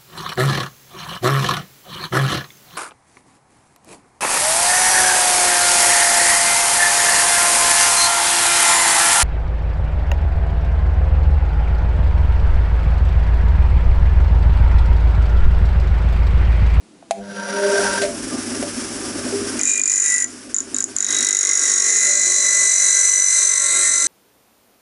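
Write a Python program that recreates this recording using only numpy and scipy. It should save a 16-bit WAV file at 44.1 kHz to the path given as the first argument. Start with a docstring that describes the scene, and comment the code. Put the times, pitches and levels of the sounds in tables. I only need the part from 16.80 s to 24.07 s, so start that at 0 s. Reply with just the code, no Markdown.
"""In a small workshop a bench grinder is switched on, buzzes up to speed and runs free.
Mains buzz, noise-driven housing modes, a bench drone, hum and coloured air make the motor.
A steel part in locking pliers touches the wheel lightly, then is pressed in: partly returning grit
rings modes of the part, and waves worn into the wheel lock its chatter into a squeal.
The loaded wheel slows, and gain control ducks the motor under the loud grinding."""
import sys
import numpy as np
from scipy import signal
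from scipy.fft import rfft, irfft, next_fast_len
from scipy.io import wavfile
from scipy.ndimage import uniform_filter1d, minimum_filter1d, map_coordinates

SR = 44100
rng = np.random.default_rng(int(sys.argv[2]) if len(sys.argv) > 2 else 0)


def log_audio(samples):
    """Write samples as a 16-bit WAV file to the path given in sys.argv[1]."""
    # one column per channel
    frames = np.atleast_2d(samples).T
    # limit to full scale, then quantise
    limited = np.clip(frames, -1, 1)
    pcm = np.round(limited * 32767).astype(np.int16)
    wavfile.write(sys.argv[1], SR, pcm)


N = 320607  # samples
BUZZ_HZ = 100.2  # mains buzz, shared by the start-up and the running hum


def gain_of(db):
    """Turns dB into an amplitude gain."""
    return 10 ** (np.asarray(db) / 20)


def evened(x):
    """Scales a signal to mean power 1."""
    return x / np.sqrt(np.mean(x ** 2) + 1e-20)


def curves(rows, outside=None):
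    """Draws the columns of a timed table as curves, one value a sample."""
    s, *columns = np.transpose(rows)
    time_s = np.arange(N) / SR
    return [np.interp(time_s, s, column, outside, outside) for column in columns]


def colour(x, points):
    """Minimum-phase filter through the given spectrum; white input of power 1 leaves with power 1."""
    hz, db = np.transpose(points)
    bin_hz = abs(np.fft.fftfreq(8192, 1 / SR))
    bin_db = np.interp(np.log(bin_hz + 1), np.log(hz), np.maximum(db, -100), -100, -100)
    log_gain = bin_db * np.log(10) / 20
    minimum_phase = np.exp(np.conj(signal.hilbert(log_gain)))
    taps = np.fft.ifft(minimum_phase).real[:4096]
    return signal.oaconvolve(x, taps / np.linalg.norm(taps))[:N]


def ring(x, hz, width_hz):
    """A damped mode at a fixed or moving pitch; white input of power 1 leaves with power 1."""
    turn = np.exp(2j * np.pi * np.cumsum(hz * np.ones(N)) / SR)
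    decay = np.exp(-np.pi * width_hz / SR)
    envelope = signal.lfilter([np.sqrt(2 * (1 - decay * decay))], [1, -decay], x / turn)
    return (turn * envelope).real


def body(x, modes):
    """Rings modes side by side with alternating sign, sharing power 1 by their relative dB."""
    share = gain_of([db for _, _, db in modes])
    rung = sum((-1) ** k * share[k] * ring(x, hz, width) for k, (hz, width, _) in enumerate(modes))
    return rung / np.linalg.norm(share)


def wander(rate_hz):
    """Slow random drift of power 1: noise rolled off above the rate."""
    size = next_fast_len(N)
    rolloff = 1 + (np.fft.rfftfreq(size, 1 / SR) / rate_hz) ** 2
    return evened(irfft(rfft(rng.standard_normal(size)) / rolloff, size)[:N])


def highpass(x, hz):
    """Third-order high-pass."""
    return signal.sosfilt(signal.butter(3, hz, "high", fs=SR, output="sos"), x)


# Room tone spectrum: pitch_hz [Hz], level_db [relative dB per Hz]
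ROOM_COLOUR = [(20, -20), (110, -18), (180, -6), (320, 0), (420, -10.5), (1500, -21.5), (11200, -27)]


def room_tone():
    """The quiet room: steady noise weighted towards the low mids."""
    return gain_of(-50) * colour(rng.standard_normal(N), ROOM_COLOUR)


# Motor levels up to speed: start_s [s], drone_db [dB before a 3 dB lift], hum_db [dB], air_db [dB]
MOTOR_LEVELS = [(.31, -81, -90, -87.5), (.4, -66, -52, -70), (.85, -33, -60.5, -30.5), (1.0, -38, -48, -23),
                (1.3, -29, -44, -30), (1.6, -28, -46, -29)]
# Bench modes: pitch_hz [Hz], width_hz [Hz], level_db [relative dB]
BENCH_MODES = [(244.7, 24.3, 0.5), (281.5, 51, 2), (326.7, 44, -0.5), (394.6, 19, -7), (575, 160, -9.5),
               (1200, 12, -18), (1590, 18, -37)]
# Air of the wheels: pitch_hz [Hz], level_db [relative dB per Hz]
AIR_COLOUR = [(260, -10.5), (450, -7.5), (596, -14.5), (821, -16.5), (1600, -6), (1910, -11.5),
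              (3000, -13.5), (4100, -17), (5490, -5), (6500, -11), (11000, -9), (14300, -35), (22000, -120)]
# Low shaking of the bench: pitch_hz [Hz], level_db [relative dB per Hz]
SHAKE_COLOUR = [(15, -25), (25, -22), (40, 2), (65, -6.5), (130, -8), (230, 2.5), (300, -44)]
# the hum beats against twice the wheel's turn, at a set rate
BEAT_HZ, BEAT_DEPTH, BEAT_TOP_S = 1.265, 0.3, 1.73


def running():
    """The motor: noise rings the bench in lumps, with a beating sine hum, low shaking and airy noise."""
    drone_db, hum_db, air_db = curves(MOTOR_LEVELS)
    time_s = np.arange(N) / SR
    lumps = rng.standard_normal(N) * gain_of(2.7 * wander(38))
    drone = body(lumps, BENCH_MODES) * gain_of(drone_db + 3.0)
    beat = 1 + BEAT_DEPTH * np.cos(2 * np.pi * BEAT_HZ * (time_s - BEAT_TOP_S))
    hum_gain = np.sqrt(2) * beat * gain_of(hum_db + 0.93 * wander(10.0))
    hum = hum_gain * np.sin(2 * np.pi * BUZZ_HZ * time_s)
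    shudder_db = curves([(.85, 1), (1.3, 5.3), (1.6, 1.6)])[0]  # the wheels pass the bench's own pitch
    shake = gain_of(hum_db + shudder_db + 1.0) * colour(rng.standard_normal(N), SHAKE_COLOUR)
    air = gain_of(air_db + 1.4 * wander(20)) * colour(rng.standard_normal(N), AIR_COLOUR)
    return drone + hum + shake + air


# The starting winding shakes the housing: start_s [s], rattle_db [dB driving housing and noise],
# steady_buzz_db, swelling_buzz_db [dB, added to each harmonic's own]
START_LEVELS = [(.32, -63, -33.5, -43), (.45, -37, -38, -45), (.7, -25.5, -31, -43),
                (.75, -22.5, -32.5, -29.5), (.93, -22.5, -38, -20.5), (1.02, -20, -32, -24.5),
                (1.19, -22.5, -37.5, -43), (1.25, -36, -41, -25.5), (1.3, -68, -55, -38)]
# Buzz harmonics: multiple [of the mains buzz], level_db [dB added to its group],
# group [0 steady buzz, 1 buzz swelling late in the run-up]
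BUZZ_HARMONICS = [(2, 1, 0), (3, -17, 0), (4, 4.5, 1), (5, -4.5, 0), (6, 2, 1), (7, -9, 0)]
# Housing modes: pitch_hz [Hz], width_hz [Hz], level_db [relative dB]
HOUSING_MODES = [(564.6, 14, 2), (937, 11, 2.5), (1569, 22, 6), (1365, 11, -2.5), (4710, 40, -5.5),
                 (5770, 110, -2.5), (8000, 120, -20), (9200, 800, -0.5), (9700, 140, -6)]
# Loose rattle spectrum: pitch_hz [Hz], level_db [relative dB per Hz]
RATTLE_COLOUR = [(150, -47), (600, -22), (1500, 7.5), (2200, -3), (11200, -8)]
# Rotor slots sweeping up: start_s [s], pitch_hz [Hz], level_db [dB]
ROTOR_WHINE = [(.8, 428, -64), (.95, 618, -21), (1.05, 777, -30), (1.15, 925, -46)]


def start_up():
    """Mains harmonics buzz, noise pulsing with the mains shakes the housing, a rising mode whines."""
    rattle_db, *group_db = curves(START_LEVELS, -120)
    mains = 2 * np.pi * BUZZ_HZ * np.arange(N) / SR
    buzz = np.zeros(N)
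    for multiple, db, group in BUZZ_HARMONICS:
        gain = np.sqrt(2) * gain_of(db + group_db[int(group)] + 3.37 * wander(17.6))
        buzz += gain * np.sin(multiple * mains + 2 * np.pi * rng.random())
    pulsing = rng.standard_normal(N) * (1 + 0.11 * np.cos(mains)) * gain_of(2.16 * wander(45))
    shake = evened(pulsing) * gain_of(rattle_db)
    housing_db = curves([(.45, -3), (.7, 0.5)])[0]
    housing = gain_of(housing_db) * body(shake, HOUSING_MODES)
    rattle = gain_of(-6.0) * colour(shake, RATTLE_COLOUR)
    whine_hz = curves(ROTOR_WHINE)[0]
    whine_db = curves(ROTOR_WHINE, -120)[1]
    whine = gain_of(whine_db) * ring(rng.standard_normal(N), whine_hz, 25)
    return buzz + housing + rattle + whine


# Finger, switch, starter switch, pliers: start_s [s], peak_db [dB, hollow part],
# tick_db [dB over the hollow part], pitch_hz [Hz], t60_s [s], spread_s [s, decay of the scatter]
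KNOCK_HITS = [(.226, -33, -26, 680, .04, 0.0024), (0.309, 8.5, -4.5, 682, 0.065, 0.0025),
              (1.217, -14, 6, 584, 0.35, 0.028), (1.826, -17, -0.5, 580, 0.16, 0.0032),
              (2.464, -23, -12, 580, 0.077, 0.0031), (2.525, -18, -7, 400, 1, 0.0065)]
# Spectrum of the snap: pitch_hz [Hz], level_db [relative dB per Hz]
SNAP_COLOUR = [(400, -60), (900, -28), (2000, 0), (3000, -6), (6000, -8), (9500, -8), (11200, -9)]


def knocks():
    """Handling knocks: scattered blows ring two decaying sines under a dry noise snap."""
    out, t = np.zeros(N), np.arange(8000) / SR
    for s, db, tick_db, hz, t60, spread in KNOCK_HITS:
        sparse = rng.random(2000) < .02
        blows = rng.standard_normal(2000) * np.exp(-t[:2000] / spread) * sparse
        blows[0] = 2.6
        tones = np.sin(2 * np.pi * hz * t) + .5 * np.sin(2 * np.pi * 1.15 * hz * t)
        hollow = highpass(np.convolve(blows, gain_of(-60 * t / t60) * tones)[:8000], 460)
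        fall = np.exp(-t / (1.06 * spread)) + 0.15 * np.exp(-t / 0.012)
        snap = colour(rng.standard_normal(8000) * fall, SNAP_COLOUR)[:8000]
        knock = hollow / abs(hollow).max() + gain_of(tick_db) * snap / abs(snap).max()
        out[round(s * SR):][:8000] += gain_of(db) * knock
    return out


# Wheel speed, slowing under load: start_s [s], speed [turns/s]; the high spot passes at the first row
WHEEL_SPEED = [(2.793, 49.65), (3.1, 49.09), (3.45, 49.38), (3.75, 49.88), (4.2, 49.95), (4.6, 49.07),
               (5.0, 48.38), (5.4, 48.23), (5.8, 47.78), (6.2, 47.72), (6.45, 47.69), (6.7, 47.33),
               (7.0, 47.27), (7.27, 47.15)]


def wheel_turns():
    """The wheel's angle in turns since the high spot first passes: its speed added up."""
    speed = curves(WHEEL_SPEED)[0]
    started = np.arange(N) >= WHEEL_SPEED[0][0] * SR
    return np.maximum(np.cumsum(speed * started) / SR, 0)


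GRIT_STAYS = 0.76  # share of the grit pattern carried into the next turn, at wear 1


def grit(turns, wear):
    """The wheel's random surface read at its angle; wear renews part of the pattern each turn."""
    count, spots = 230, 880  # turns, grit spots a turn
    fresh = rng.standard_normal((count, spots))
    coarse = gain_of(2.0 * np.minimum(rng.exponential(1, spots), 4))  # some spots stand prouder
    keep = GRIT_STAYS ** wear
    pattern = signal.lfilter([np.sqrt(1 - keep ** 2)], [1, -keep], fresh, axis=0)
    surface = (pattern * coarse).ravel()
    return evened(map_coordinates(surface, [turns * spots], order=3))


def contact_window(angle, length):
    """Pressure falling away after the high spot, power 1 over a turn."""
    return np.exp(-angle / length) / np.sqrt(length / 2 * (1 - np.exp(-2 / length)))


# One list a touch: start_s [s], level_db [dB, grinding], contact_turns [turns after the high spot,
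# held within 0.03-5], seat [0 corner, 1 graze, 2 tap, 3 bite, 4 press, 5 squeal, 6 settled]
PART_TOUCHES = [
    [(2.79, -16, 0.043, 0.051), (2.834, -10, 0.18, 0.2), (2.9, -1, 0.92, 0.069), (3.016, -8, 0.077, 0.14),
     (3.12, 3.5, 0.59, 0.34), (3.26, 1.5, 0.77, 0.67), (3.36, -5.5, 0.56, 0.91), (3.447, -13.5, 0.36, 1)],
    [(3.741, -13, .2, 1.46), (3.812, -16.5, 0.066, 2.2)],
    [(3.942, -14.5, .14, 2.35), (4.006, -14, .15, 1.96), (4.035, -23, 0.087, 2.2)],
    [(4.162, 2, 0.013, 2.23), (4.27, -3.5, 0.32, 2.96), (4.63, 12.5, 0.33, 3.3), (4.8, 13, 0.67, 3.25),
     (5.0, 9.5, 0.77, 3.46), (5.4, 8, 1.55, 4.04), (5.9, 6, 1.5, 4.58), (6.2, 22, 3.3, 4.66),
     (6.52, 16, 3, 5), (6.78, 10, 0.67, 5.4), (6.95, 3.5, 1.87, 6.01), (7.27, -2, 2.1, 5.37)],
]
# The part snags between high spots: start_s [s], level_db [dB, onset of a noise burst]
SNAGS = [(3.076, 8), (4.0415, 21)]
BLOW_TURNS = .045  # decay of the blow at the high spot


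def contact(turns):
    """Grit under pressure: a sharp force for treble modes, a softer sway for the low, and the level."""
    surface = grit(turns, 1)
    shape = grit(turns, 0.98)  # a separate surface that renews slightly less each turn
    angle = turns % 1
    level, window, push = np.zeros((3, N))
    for rows in PART_TOUCHES:
        on = curves([(rows[0][0], 1), (rows[-1][0], 1)], 0)[0]
        level_db, length, _ = curves(rows)
        length = np.clip(length, .03, 5)
        blow = 0.96 * np.exp(-length / 0.42)  # a light touch is mostly one blow a turn
        drag_power = (1 - blow) * contact_window(angle, length) ** 2
        blow_power = blow * contact_window(angle, BLOW_TURNS) ** 2
        level += on * gain_of(level_db)
        window += on * np.sqrt(drag_power + blow_power)
        push += on * contact_window(angle, length + 0.045) * (1 - np.exp(-angle / 0.12))
    force = level * window * surface
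    sway = level * push * shape
    for s, db in SNAGS:
        burst = rng.standard_normal(60) * np.exp(-np.arange(60) / 5.1)
        force[round(s * SR):][:60] += gain_of(db) * burst
    return force, sway, level


# Mode families of part and pliers: pitch_hz [Hz], width_hz [Hz], level_db [dB relative in the family]
PART_MODES = [
    [(5676, 130, -20)],
    [(3847, 52, 0)],
    [(6753, 310, 0)],
    [(7034, 120, 0)],
    [(7400, 130, 9.5), (8150, 730, 17), (8594, 160, 7.5)],
    [(2423, 33, 0)],
    [(1369, 14, 0), (1585, 17, 4), (1106, 27, -4.5), (1836, 19, -1)],
    [(590, 9.4, 15), (772, 18, -39)],
    [(4570, 12, 0)],
]
# Pliers' jaw, rung at every seat: pitch_hz [Hz], width_hz [Hz], level_db [dB]
JAW_MODES = [(390, 75, -30.5)]


def ringing_part(sway, treble, part_db):
    """Contact force rings each family of part and pliers as strongly as the seat allows."""
    out = sum(ring(sway * gain_of(db), hz, width) for hz, width, db in JAW_MODES)
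    for db, modes in zip(part_db, PART_MODES):
        drive = treble if modes[0][0] > SR / 7 else sway
        out += body(drive * gain_of(db), modes)
    return out


# Free chatter at seats 0-6: pitch_hz [Hz]
SEAT_CHATTER_HZ = (2010, 1964, 1930, 2012, 2007, 1997, 2079)
# A row for each of three chatter partials, at seats 0-6: level_db [dB to the grinding level]
SEAT_CHATTER_DB = [(-23, -2.5, -22, -21, -14.5, -8, -14.5), (-51.5, -42, -40, -38, -16, -10, -18),
                   (-31, -9, -18, -24, -9, 5, -8.5)]


def chatter(sway, treble, level, turns, shares, seated):
    """Three partials bounce freely, or lock to 42 and 43 waves a turn as squealing sines."""
    out = np.zeros(N)
    free = np.sqrt(np.maximum(1 - (shares ** 2).sum(0), .03))
    # free Hz, width Hz, swell depth, place of the swell in turns
    partials = [(seated(SEAT_CHATTER_HZ), 40, .35, .3), (4030, 118, 0.57, 0.09), (6090, 226, 1.02, 0.3)]
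    for k, (hz, width, depth, place) in enumerate(partials):
        swell = depth * np.cos(2 * np.pi * (turns - place))
        proud = evened(1 + swell + 0.4 * np.cos(4 * np.pi * (turns - .3)))  # louder where the wheel is proud
        squeal = sum(share * np.sin(2 * np.pi * (k + 1) * waves * turns)
                     for share, waves in zip(shares, (42, 43)))
        squeal *= np.sqrt(2) * level * proud * gain_of(0.95 * wander(26))
        loose = ring((treble if k > 1 else sway) * free, hz, width)
        out += gain_of(seated(SEAT_CHATTER_DB[k])) * (squeal + loose)
    return out


# Wheel tones under pressure: multiple [of the wheel's turn], level_db [dB over a part family],
# family [index into PART_MODES]
WHEEL_TONES = [(3, -14, 7), (12, 0, 7), (15, -8, 7), (23, -6, 6), (29, -2, 6)]


def wheel_tones(level, turns, shares, part_db):
    """Sines at multiples of the wheel's turn, following the locked share of the chatter."""
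    out = np.zeros(N)
    for multiple, db, family in WHEEL_TONES:
        gain = gain_of(part_db[family] + db + 0.54 * wander(21))
        out += np.sqrt(2) * level * shares.max(0) * gain * np.sin(2 * np.pi * multiple * turns)
    return out


# Waves worn into the wheel: start_s [s], share_42, share_43 [amplitude 0-1 of 42 and 43 waves a turn]
WORN_WAVES = [(4.8, 0.26, 0), (5.4, 0.73, 0.042), (6.45, 0.83, 0.49), (6.6, 0.15, 0.78),
              (7.27, 0.087, 0.64)]
# A row for each family of PART_MODES, at seats 0-6: level_db [dB to the grinding level]
SEAT_PART_DB = [(-38, -33, -27.5, -15, -16.5, -33, -28), (-26.5, -25, -19, -15, -43, -23, -18),
                (-5.5, -2, -0.5, -7, -3, -3, -7), (-3, 3, 0, -21, -16, -16, -26),
                (-11, -18, -17, -41, -8, 1.5, -1), (-12.5, -29, -36, -48, -31, -38, -32),
                (-27, -18.5, -12, -26, -28, -19.5, -19.5), (-48, -43, -47, -49, -28.5, -28, -27),
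                (-47, -47, -45, -55, -47, -44, -27)]
# Rasp at seats 0-6: level_db [dB to the grinding level]
SEAT_RASP_DB = (-20, -6, -23, -29, -17, -6, -12)
# Rasp spectrum: pitch_hz [Hz], level_db [relative dB per Hz]
RASP_COLOUR = [(700, -28), (1700, -3.5), (3300, -15), (4900, -51), (6800, -2), (9000, 6), (11200, -1.5)]
# Spectrum of the hiss of the cut: pitch_hz [Hz], level_db [relative dB per Hz]
SWARF_COLOUR = [(120, -23), (400, -6), (850, -13), (1700, 0.5), (3000, -11), (4900, -9), (6500, -4),
                (11200, -8)]
SWARF_DB = -20  # hiss under the grinding level


def grinding():
    """Grit strikes from the high spot on: the part rings and chatters over rasp and hiss of the cut."""
    turns = wheel_turns()
    force, sway, level = contact(turns)
    treble = highpass(highpass(force, SR / 9), SR / 9)
    seat = curves(sum(PART_TOUCHES, []))[2]

    def seated(values):
        """Blends a setting between neighbouring seats."""
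        return np.interp(seat, range(len(values)), values)

    part_db = [seated(db) for db in SEAT_PART_DB]
    shares = np.array(curves(WORN_WAVES))
    ringing = ringing_part(sway, treble, part_db) + chatter(sway, treble, level, turns, shares, seated)
    tones = wheel_tones(level, turns, shares, part_db)
    swarf = colour(level * gain_of(SWARF_DB) * rng.standard_normal(N), SWARF_COLOUR)
    rasp = colour(force * gain_of(seated(SEAT_RASP_DB)), RASP_COLOUR)
    return highpass(ringing, 245) + tones + swarf + rasp


def reflections(x, t60_s=0.2):
    """Sparse reflections of random sign, dying away."""
    at = np.arange(200, 15000, 20) + rng.integers(0, 20, 740)
    taps = np.zeros(15100)
    taps[at] = rng.choice([-1., 1.], 740) * gain_of(-60 * at / SR / t60_s)
    return signal.oaconvolve(x, taps / np.linalg.norm(taps))[:N]


def scene():
    """Room tone and motor under the knocks and grinding, which alone get reflections."""
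    background = room_tone() + running() + start_up()
    near = knocks() + grinding()
    return (background + near + gain_of(-15) * reflections(near))[None]


def recovering(db, db_per_s):
    """Follows rises at once and falls at a set speed."""
    fall = np.arange(N) * db_per_s / SR
    return np.maximum.accumulate(db + fall) - fall


KNEE_DB, SQUEEZE = -14.5, 0.91  # gain control threshold, share of the excess taken away
RECOVER_DB_PER_S = 268  # quick recovery
HELD, HELD_DB_PER_S = .48, 1.4  # share of the cut averaged over 0.1 s that lingers, its slow recovery
EDGE_HZ = 11030  # band limit


def record(dry):
    """Gain control on the loudest 5 ms of the last 22 ms, peaks rounded off, then the band limit."""
    power_db = 10 * np.log10(abs(uniform_filter1d(dry[0] ** 2, 221)) + 1e-12)
    loudest_db = -minimum_filter1d(-power_db, 971, origin=485)
    cut_db = SQUEEZE * np.maximum(loudest_db - KNEE_DB, 0)
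    sustained_db = HELD * uniform_filter1d(cut_db, SR // 10, origin=SR // 20 - 1)
    quick_db = recovering(cut_db, RECOVER_DB_PER_S)
    slow_db = recovering(sustained_db, HELD_DB_PER_S)
    even = dry / gain_of(uniform_filter1d(np.maximum(quick_db, slow_db), 130))
    ceiling = .6
    soft = even / (1 + abs(even / ceiling) ** 4) ** (1 / 4)
    band_limit = signal.firwin(401, EDGE_HZ, window=("kaiser", 7), fs=SR)
    return signal.oaconvolve(soft, band_limit[None], "same")


dry = scene()
out = record(dry)
log_audio(out)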